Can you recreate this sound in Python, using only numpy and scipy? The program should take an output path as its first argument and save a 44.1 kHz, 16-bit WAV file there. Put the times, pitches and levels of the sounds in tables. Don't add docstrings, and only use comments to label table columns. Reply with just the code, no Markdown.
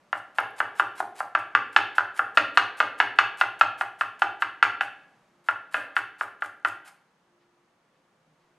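import sys
import numpy as np
from scipy import signal
from scipy.fft import rfft, irfft
from scipy.io import wavfile
from scipy.ndimage import uniform_filter1d

SR = 44100
rng = np.random.default_rng(int(sys.argv[2]) if len(sys.argv) > 2 else 0)


def wav_record(signal):
    frames = np.transpose(np.atleast_2d(signal))
    bounded = np.clip(frames, -1, 1)
    quanta = np.round(bounded * 32767).astype(np.int16)
    wavfile.write(sys.argv[1], SR, quanta)


def volts(x):
    e = np.asarray(x, float) / 20
    return 10 ** e


N = 378364

# pitch_hz [Hz], level_db [dB per Hz]
AIR_MID_SPECTRUM = [(30, -20.5), (80, -20), (165, -1.5), (300, -8), (600, -7), (1200, -8), (2000, -14.5),
                    (4000, -23.5), (8000, -29.5), (12000, -35), (16000, -44)]
AIR_SIDE_SPECTRUM = [(30, -51.5), (150, -29), (460, -5.5), (1300, -4), (6900, -19.5), (11000, -28.5),
                     (16000, -42)]
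# time_s [s], level_db [dB rms]
AIR_DRIFT = [(0, -64.5), (5.2, -65), (5.5, -67.5), (7.5, -69.5), (8.58, -68.5)]
# middle_s [s], half_length_s [s], pitch_hz [Hz], level_db [dB rms]
MOTOR_SWELLS = [(0.03, 0.18, 593, -74), (5.451, 0.16, 350, -73), (7.478, 0.22, 350.5, -72),
                (8.097, 0.096, 348, -79), (8.15, 0.26, 521, -80.5), (8.58, 0.19, 351, -75.5)]
# middle_s [s], half_length_s [s], level_db [dB rms]
DRONE_SWELL = (8.47, .3, -75.5)
# pitch_hz [Hz], level_db [dB rms]
WHINES = [(294, -88.5), (1136, -86), (6422, -95), (8926, -104)]
# delay_s [s], level_db [dB]
WALL_ECHOES = [(.0105, -17), (.0238, -12), (.040, -20), (.050, -19), (.072, -24)]
# pitch_hz [Hz], t60_s [s], reverberant_db [dB], side_minus_mid_db [dB]
ROOM_TAIL = [(100, 0.37, -3, -34.5), (300.7, 0.64, 11.5, -31.5), (710, 0.68, -5, -27),
             (1056, 0.48, -4, -18.5), (1563, 0.52, -6.5, -21.5), (2160, 0.6, -4, -14),
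             (2470, 0.5, -1.5, -16), (3740, 0.54, -4.5, -16), (6476, 0.19, 4.5, -19.5),
             (11000, .33, 0, -18)]
# pitch_hz [Hz], level_db [dB], t60_s [s]
COUNTER_MODES = [(105, 2.5, 0.17), (118.7, -6, 0.24), (62.3, -25.5, .3)]
# start_s [s], length_s [s], end_db [dB]
SLICES = [(0.115, 0.071, -61), (0.344, 0.047, -56.5), (0.558, 0.044, -56), (0.747, 0.055, -53),
          (0.95, 0.053, -51.5), (1.146, 0.058, -51.5), (2.141, 0.046, -53), (2.342, 0.02, -58.5),
          (3.37, 0.035, -53), (3.775, 0.042, -53), (3.985, 0.036, -55.5), (4.396, 0.03, -56),
          (5.436, 0.073, -60), (5.709, 0.053, -53.5), (5.953, 0.031, -52), (6.181, 0.05, -55),
          (6.403, 0.057, -58), (6.647, 0.039, -52.5), (6.845, 0.04, -56)]
# start_s [s], length_s [s], end_db [dB]
SPLITS = [(1.377, 0.026, -65.5), (1.723, 0.11, -74), (1.949, 0.035, -59.5), (2.542, 0.024, -66.5),
          (2.768, 0.029, -56.5), (2.978, 0.028, -61.5), (3.156, 0.046, -75.5), (3.589, 0.0079, -54.5),
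          (4.19, 0.046, -64.5), (4.809, 0.044, -62.5)]
# pitch_hz [Hz], level_db [dB]
CRUNCH_COLOUR = [(400, -25.5), (800, 6), (1500, 3), (3500, -4.5), (6100, -10.5), (8100, -6.5), (10900, -9),
                 (13500, -16), (16000, -37)]
# start_s [s], peak_db [dB], pitch_hz [Hz]
SNAPS = [(0.181, -40, 9000), (0.2808, -60.5, 8900), (0.404, -24, 10500), (0.5082, -41.5, 10900),
         (5.9304, -59.5, 8060), (5.617, -57, 9500), (6.5794, -60, 11500), (6.6, -53, 8500),
         (6.6283, -53, 7000), (8.3439, -71.5, 6420)]
# middle_s [s], level_db [dB], length_s [s]
BRUSHES = [
    (5.144, -89, .05),
    (7.423, -76, 0.033),
    (7.964, -76, .03),
    (8.42, -77, .04),
]
# start_s [s], peak_db [dB], dull modes dull_db [dB], bright modes bright_db [dB]
CHOPS = [(0.129, -10, -16.5, -19), (0.3849, -6, -13, -15.5), (0.603, -8, -14, -18), (0.797, -6, -14, -15.5),
         (1.003, -15.5, -3, -25.5), (1.2042, -16.5, -5.5, -23), (1.3506, -6.5, -17, -16),
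         (1.5503, -1, -22, -17.5), (1.7631, 1, -19.5, -13), (1.982, -4, -15, -16),
         (2.1928, -6.5, -16.5, -23), (2.373, 0.5, -18.5, -12), (2.5733, 0.5, -16.5, -11),
         (2.8023, -3, -15.5, -13), (3.0014, -1, -21, -14.5), (3.1875, 0.5, -20, -13),
         (3.4119, -4, -16, -11.5), (3.611, -1, -16.5, -13), (3.8107, -8.5, -16.5, -16),
         (4.0104, -8, -20.5, -14), (4.2198, -5.5, -14, -12), (4.422, -7, -19.5, -13.5),
         (4.6267, -0.5, -20.5, -12.5), (4.8091, -10.5, -16.5, -11), (5.4866, -6.5, -18, -17),
         (5.7435, -8, -17, -18), (5.9657, -5, -19.5, -15.5), (6.21, -11.5, -16, -21),
         (6.4219, -12.5, -19.5, -21), (6.6486, -5.5, -21.5, -17.5)]
# pitch_hz [Hz], level_db [dB], t60_s [s], first_swing [+-1]
BOARD_MODES = [(306.2, -30, 0.05, 1), (420.6, -28.5, 0.038, -1), (633, -2, .025, 1), (815.4, 6, 0.02, -1),
               (1044, -3, 0.032, 1), (1180, -13.5, .045, 1), (1395, -4, .042, -1), (1720, -1.2, .011, 1),
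               (1569, -39, 0.11, 1), (1994, 0, 0.022, 1), (2615, 4.5, 0.018, 1), (2906, -11.5, 0.084, 1),
               (3609, 4.5, 0.02, -1), (4240, 11, 0.01, 1), (4723, -10, 0.0099, -1), (6240, -8.5, 0.014, 1)]
# pitch_hz [Hz], level_db [dB]
TICK_COLOUR = [(150, -46.5), (350, -27.5), (700, 8), (1300, 4.5), (2250, 6), (3400, 11), (5000, 2),
               (7000, -4), (11000, -10.5), (16000, -32.5)]

AIR_SIDE_DB = -77.5
DRONE_HZ, DRONE_WIDTH_HZ, DRONE_DB = 158, 25, -88.5
KITCHEN_DB, KITCHEN_RISE_S, NEAR_SIDE_DB, ECHO_TOP_HZ = -4.5, 0.013, -1, 2550
SHIFT_RAD, SHIFT_S = 0.7, 0.2
COUNTER_DB, COUNTER_RISE_S, COUNTER_SPOT_DB, COUNTER_DETUNE = -11.5, 0.12, 2, 0.015
CRUNCH_DB, CRUNCH_RISE_S, CRUNCH_FADE_S = 9, 0.00359, 0.009
CELLS_PER_S, CELL_DB, LAYER_DB, LAYER_S = 41000, 2, 3, 0.003
SLICE_DB_PER_S, SPLIT_DB_PER_S = 272.5, -110
THUD_HZ, DULL_HZ, BRIGHT_HZ, CRACK_HZ = 500, 1100, 1900, 3300
CRACK_DB, CRACK_PER_BRIGHT, CRACK_PER_PEAK = -11, 1.455, 0.4
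THUD_DB, THUD_PER_DULL = -3, 0.25
BOARD_DB, BOARD_RISE_S, KNOCK_LOW_CUT_HZ = -1, 0.00016, 270
SPOT_DB, SPOT_DETUNE = 1.5, 0.014
TICK_DB, TICK_S, TICK_RISE_S = 1, 0.011, 0.0012
MIC_TOP_HZ, CEILING = 12590, 0.94


def shade(x, points):
    hz, db = np.transpose(points)
    f = np.fft.rfftfreq(x.shape[-1], 1 / SR) + 1
    return irfft(rfft(x) * volts(np.interp(np.log(f), np.log(hz), db)), x.shape[-1])


def unit(x):
    return x / np.sqrt(np.mean(x ** 2))


def onset(t, rise):
    return 1 - np.exp(-t / rise)


def sine(t, hz):
    return np.sqrt(2) * np.sin(2 * np.pi * hz * t)


def ring(t, hz, gain, t60, rise):
    decay = np.exp(-np.log(1000) * t / t60[:, None])
    modes = gain[:, None] * np.sin(2 * np.pi * hz[:, None] * t) * decay
    return modes.sum(axis=0) * onset(t, rise)


def add(track, s, sound):
    i = int(s * SR)
    track[i:i + len(sound)] += sound[:len(track) - i]


def fans():
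    t = np.arange(N) / SR

    def bump(middle, half, db):
        return volts(db) * np.exp(-((t - middle) / half) ** 4)

    air, drone, side_air = rng.standard_normal((3, N))
    mid = volts(np.interp(t, *np.transpose(AIR_DRIFT))) * unit(shade(air, AIR_MID_SPECTRUM))
    peak = [(DRONE_HZ - DRONE_WIDTH_HZ, -30), (DRONE_HZ, 0), (DRONE_HZ + DRONE_WIDTH_HZ, -30), (600, -90)]
    mid += (volts(DRONE_DB) + bump(*DRONE_SWELL)) * unit(shade(drone, peak))
    for middle, half, hz, db in MOTOR_SWELLS:
        mid += bump(middle, half, db) * sine(t, hz)
    for hz, db in WHINES:
        mid += volts(db) * sine(t, hz)
    return mid, volts(AIR_SIDE_DB) * unit(shade(side_air, AIR_SIDE_SPECTRUM))


def kitchen():
    hz, t60, db, side_db = np.transpose(ROOM_TAIL)
    t = np.arange(SR) / SR
    tail = np.zeros((2, SR))
    for f in 60 * 2 ** np.arange(0, 8.1, 0.5):
        band_shape = [(f / 2, -60), (f / 1.19, 0), (f * 1.19, 0), (f * 2, -60)]
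        band = shade(rng.standard_normal((2, SR)), band_shape)
        fade = np.exp(-np.log(1000) * t / np.interp(np.log(f), np.log(hz), t60))
        tail += volts(np.interp(np.log(f), np.log(hz), db)) * band * fade
    tail *= onset(t, KITCHEN_RISE_S)
    mid, side = volts(KITCHEN_DB) * tail / np.sqrt(np.sum(tail[0] ** 2))
    mid[1], side[0], side[2] = 1, volts(NEAR_SIDE_DB), -volts(NEAR_SIDE_DB)
    walls = np.zeros(SR)
    for s, echo_db in WALL_ECHOES:
        walls[int(s * SR)] = volts(echo_db)
    mid = mid + signal.sosfilt(signal.butter(2, ECHO_TOP_HZ, fs=SR, output="sos"), walls)
    lead = SR // 20
    return np.roll(mid, lead), shade(np.roll(side, lead), np.transpose([hz, side_db])), lead


def counter():
    out = np.zeros(N)
    t = np.arange(SR // 2) / SR
    hz, db, t60 = np.transpose(COUNTER_MODES)
    for s, peak_db, dull_db, _ in CHOPS:
        share, tune = rng.standard_normal((2, len(hz)))
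        gain = volts(db + COUNTER_SPOT_DB * share)
        boom = ring(t, hz * (1 + COUNTER_DETUNE * tune), gain, t60, COUNTER_RISE_S)
        boom_db = peak_db + THUD_DB + THUD_PER_DULL * dull_db + COUNTER_DB
        add(out, s, volts(boom_db) * boom * onset(t, COUNTER_RISE_S))
    return out


def crunch():
    bursts = rng.random(N) < CELLS_PER_S / SR
    cells = bursts * rng.standard_normal(N) * volts(CELL_DB * rng.exponential(size=N))
    hold = int(LAYER_S * SR)
    layers = np.repeat(rng.standard_normal(N), hold)[:N]
    cells = cells * volts(LAYER_DB * uniform_filter1d(layers, hold))
    effort = np.zeros(N)
    t = np.arange(SR // 5) / SR
    for cuts, slope in [(SLICES, SLICE_DB_PER_S), (SPLITS, SPLIT_DB_PER_S)]:
        for s, length, end_db in cuts:
            swell = volts(end_db + slope * np.minimum(t - length, 0)) * onset(t, CRUNCH_RISE_S)
            add(effort, s, swell * np.exp(-np.maximum(t - length, 0) / CRUNCH_FADE_S))
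    return volts(CRUNCH_DB) * effort * unit(shade(cells, CRUNCH_COLOUR))


def snaps():
    out = np.zeros(N)
    t = np.arange(SR // 5) / SR
    for s, db, hz in SNAPS:
        add(out, s, volts(db) * np.sin(2 * np.pi * hz * t) * np.exp(-t / 0.0002) * onset(t, 0.0001))
    return out


def brushes():
    t = np.arange(N) / SR
    stroke = np.zeros(N)
    for s, db, length in BRUSHES:
        stroke += volts(db) * np.exp(-((t - s) / length) ** 2)
    colour = [(500, -16), (1500, 15), (5000, 4), (9000, -31), (16000, -33)]
    return stroke * unit(shade(rng.standard_normal(N), colour))


def blow_colour(hz, peak_db, dull_db, bright_db):
    thud_db = THUD_DB + THUD_PER_DULL * dull_db
    crack_db = CRACK_DB + CRACK_PER_BRIGHT * bright_db + CRACK_PER_PEAK * peak_db
    regions = [hz < THUD_HZ, hz < DULL_HZ, hz > CRACK_HZ, hz > BRIGHT_HZ]
    return np.select(regions, [thud_db, dull_db, crack_db, bright_db])


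def board():
    out = np.zeros(N)
    hz, db, t60, swing = np.transpose(BOARD_MODES)
    tick_hz, tick_db = np.transpose(TICK_COLOUR)
    t = np.arange(SR // 10) / SR
    for s, peak_db, dull_db, bright_db in CHOPS:
        mode_db = db + blow_colour(hz, peak_db, dull_db, bright_db)
        burst_db = tick_db + blow_colour(tick_hz, peak_db, dull_db, bright_db)
        share, tune = rng.standard_normal((2, len(hz)))
        gain = np.sign(swing) * volts(mode_db + SPOT_DB * share)
        knock = ring(t, hz * (1 + SPOT_DETUNE * tune), gain, t60, BOARD_RISE_S)
        usual = ring(t, hz, np.sign(swing) * volts(mode_db), t60, BOARD_RISE_S)
        knock *= np.abs(usual).max() / np.abs(knock).max()
        burst = shade(rng.standard_normal(len(t)), np.transpose([tick_hz, burst_db]))
        tick = volts(TICK_DB) * burst * np.exp(-t / TICK_S) * onset(t, TICK_RISE_S)
        add(out, s, volts(peak_db + BOARD_DB) * (knock + tick))
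    return signal.sosfilt(signal.butter(4, KNOCK_LOW_CUT_HZ, "high", fs=SR, output="sos"), out)


def in_room(near, turn, room, moved, lead):
    steady = signal.fftconvolve(near, (room + moved) / 2)
    shifting = signal.fftconvolve(near * turn, (room - moved) / 2)
    return (steady + shifting)[lead:lead + N]


def scene():
    hum, hiss = fans()
    mid_room, side_room, lead = kitchen()
    mid_moved, side_moved, _ = kitchen()
    near = board() + crunch() + snaps() + brushes()
    knots = np.arange(0, N / SR + SHIFT_S, SHIFT_S)
    turn = SHIFT_RAD * np.interp(np.arange(N) / SR, knots, rng.standard_normal(len(knots)))
    mid = in_room(near, turn, mid_room, mid_moved, lead) + counter() + hum
    side = in_room(near, turn, side_room, side_moved, lead) + hiss
    return np.array([mid + side, mid - side])


def low_pass(x):
    return signal.sosfilt(signal.butter(12, 16390, fs=SR, output="sos"), x)


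def record(dry):
    heard = signal.sosfilt(signal.butter(2, MIC_TOP_HZ, fs=SR, output="sos"), dry)
    mix = np.clip(heard, -CEILING, CEILING)
    return low_pass(mix)


dry = scene()
out = record(dry)
wav_record(out)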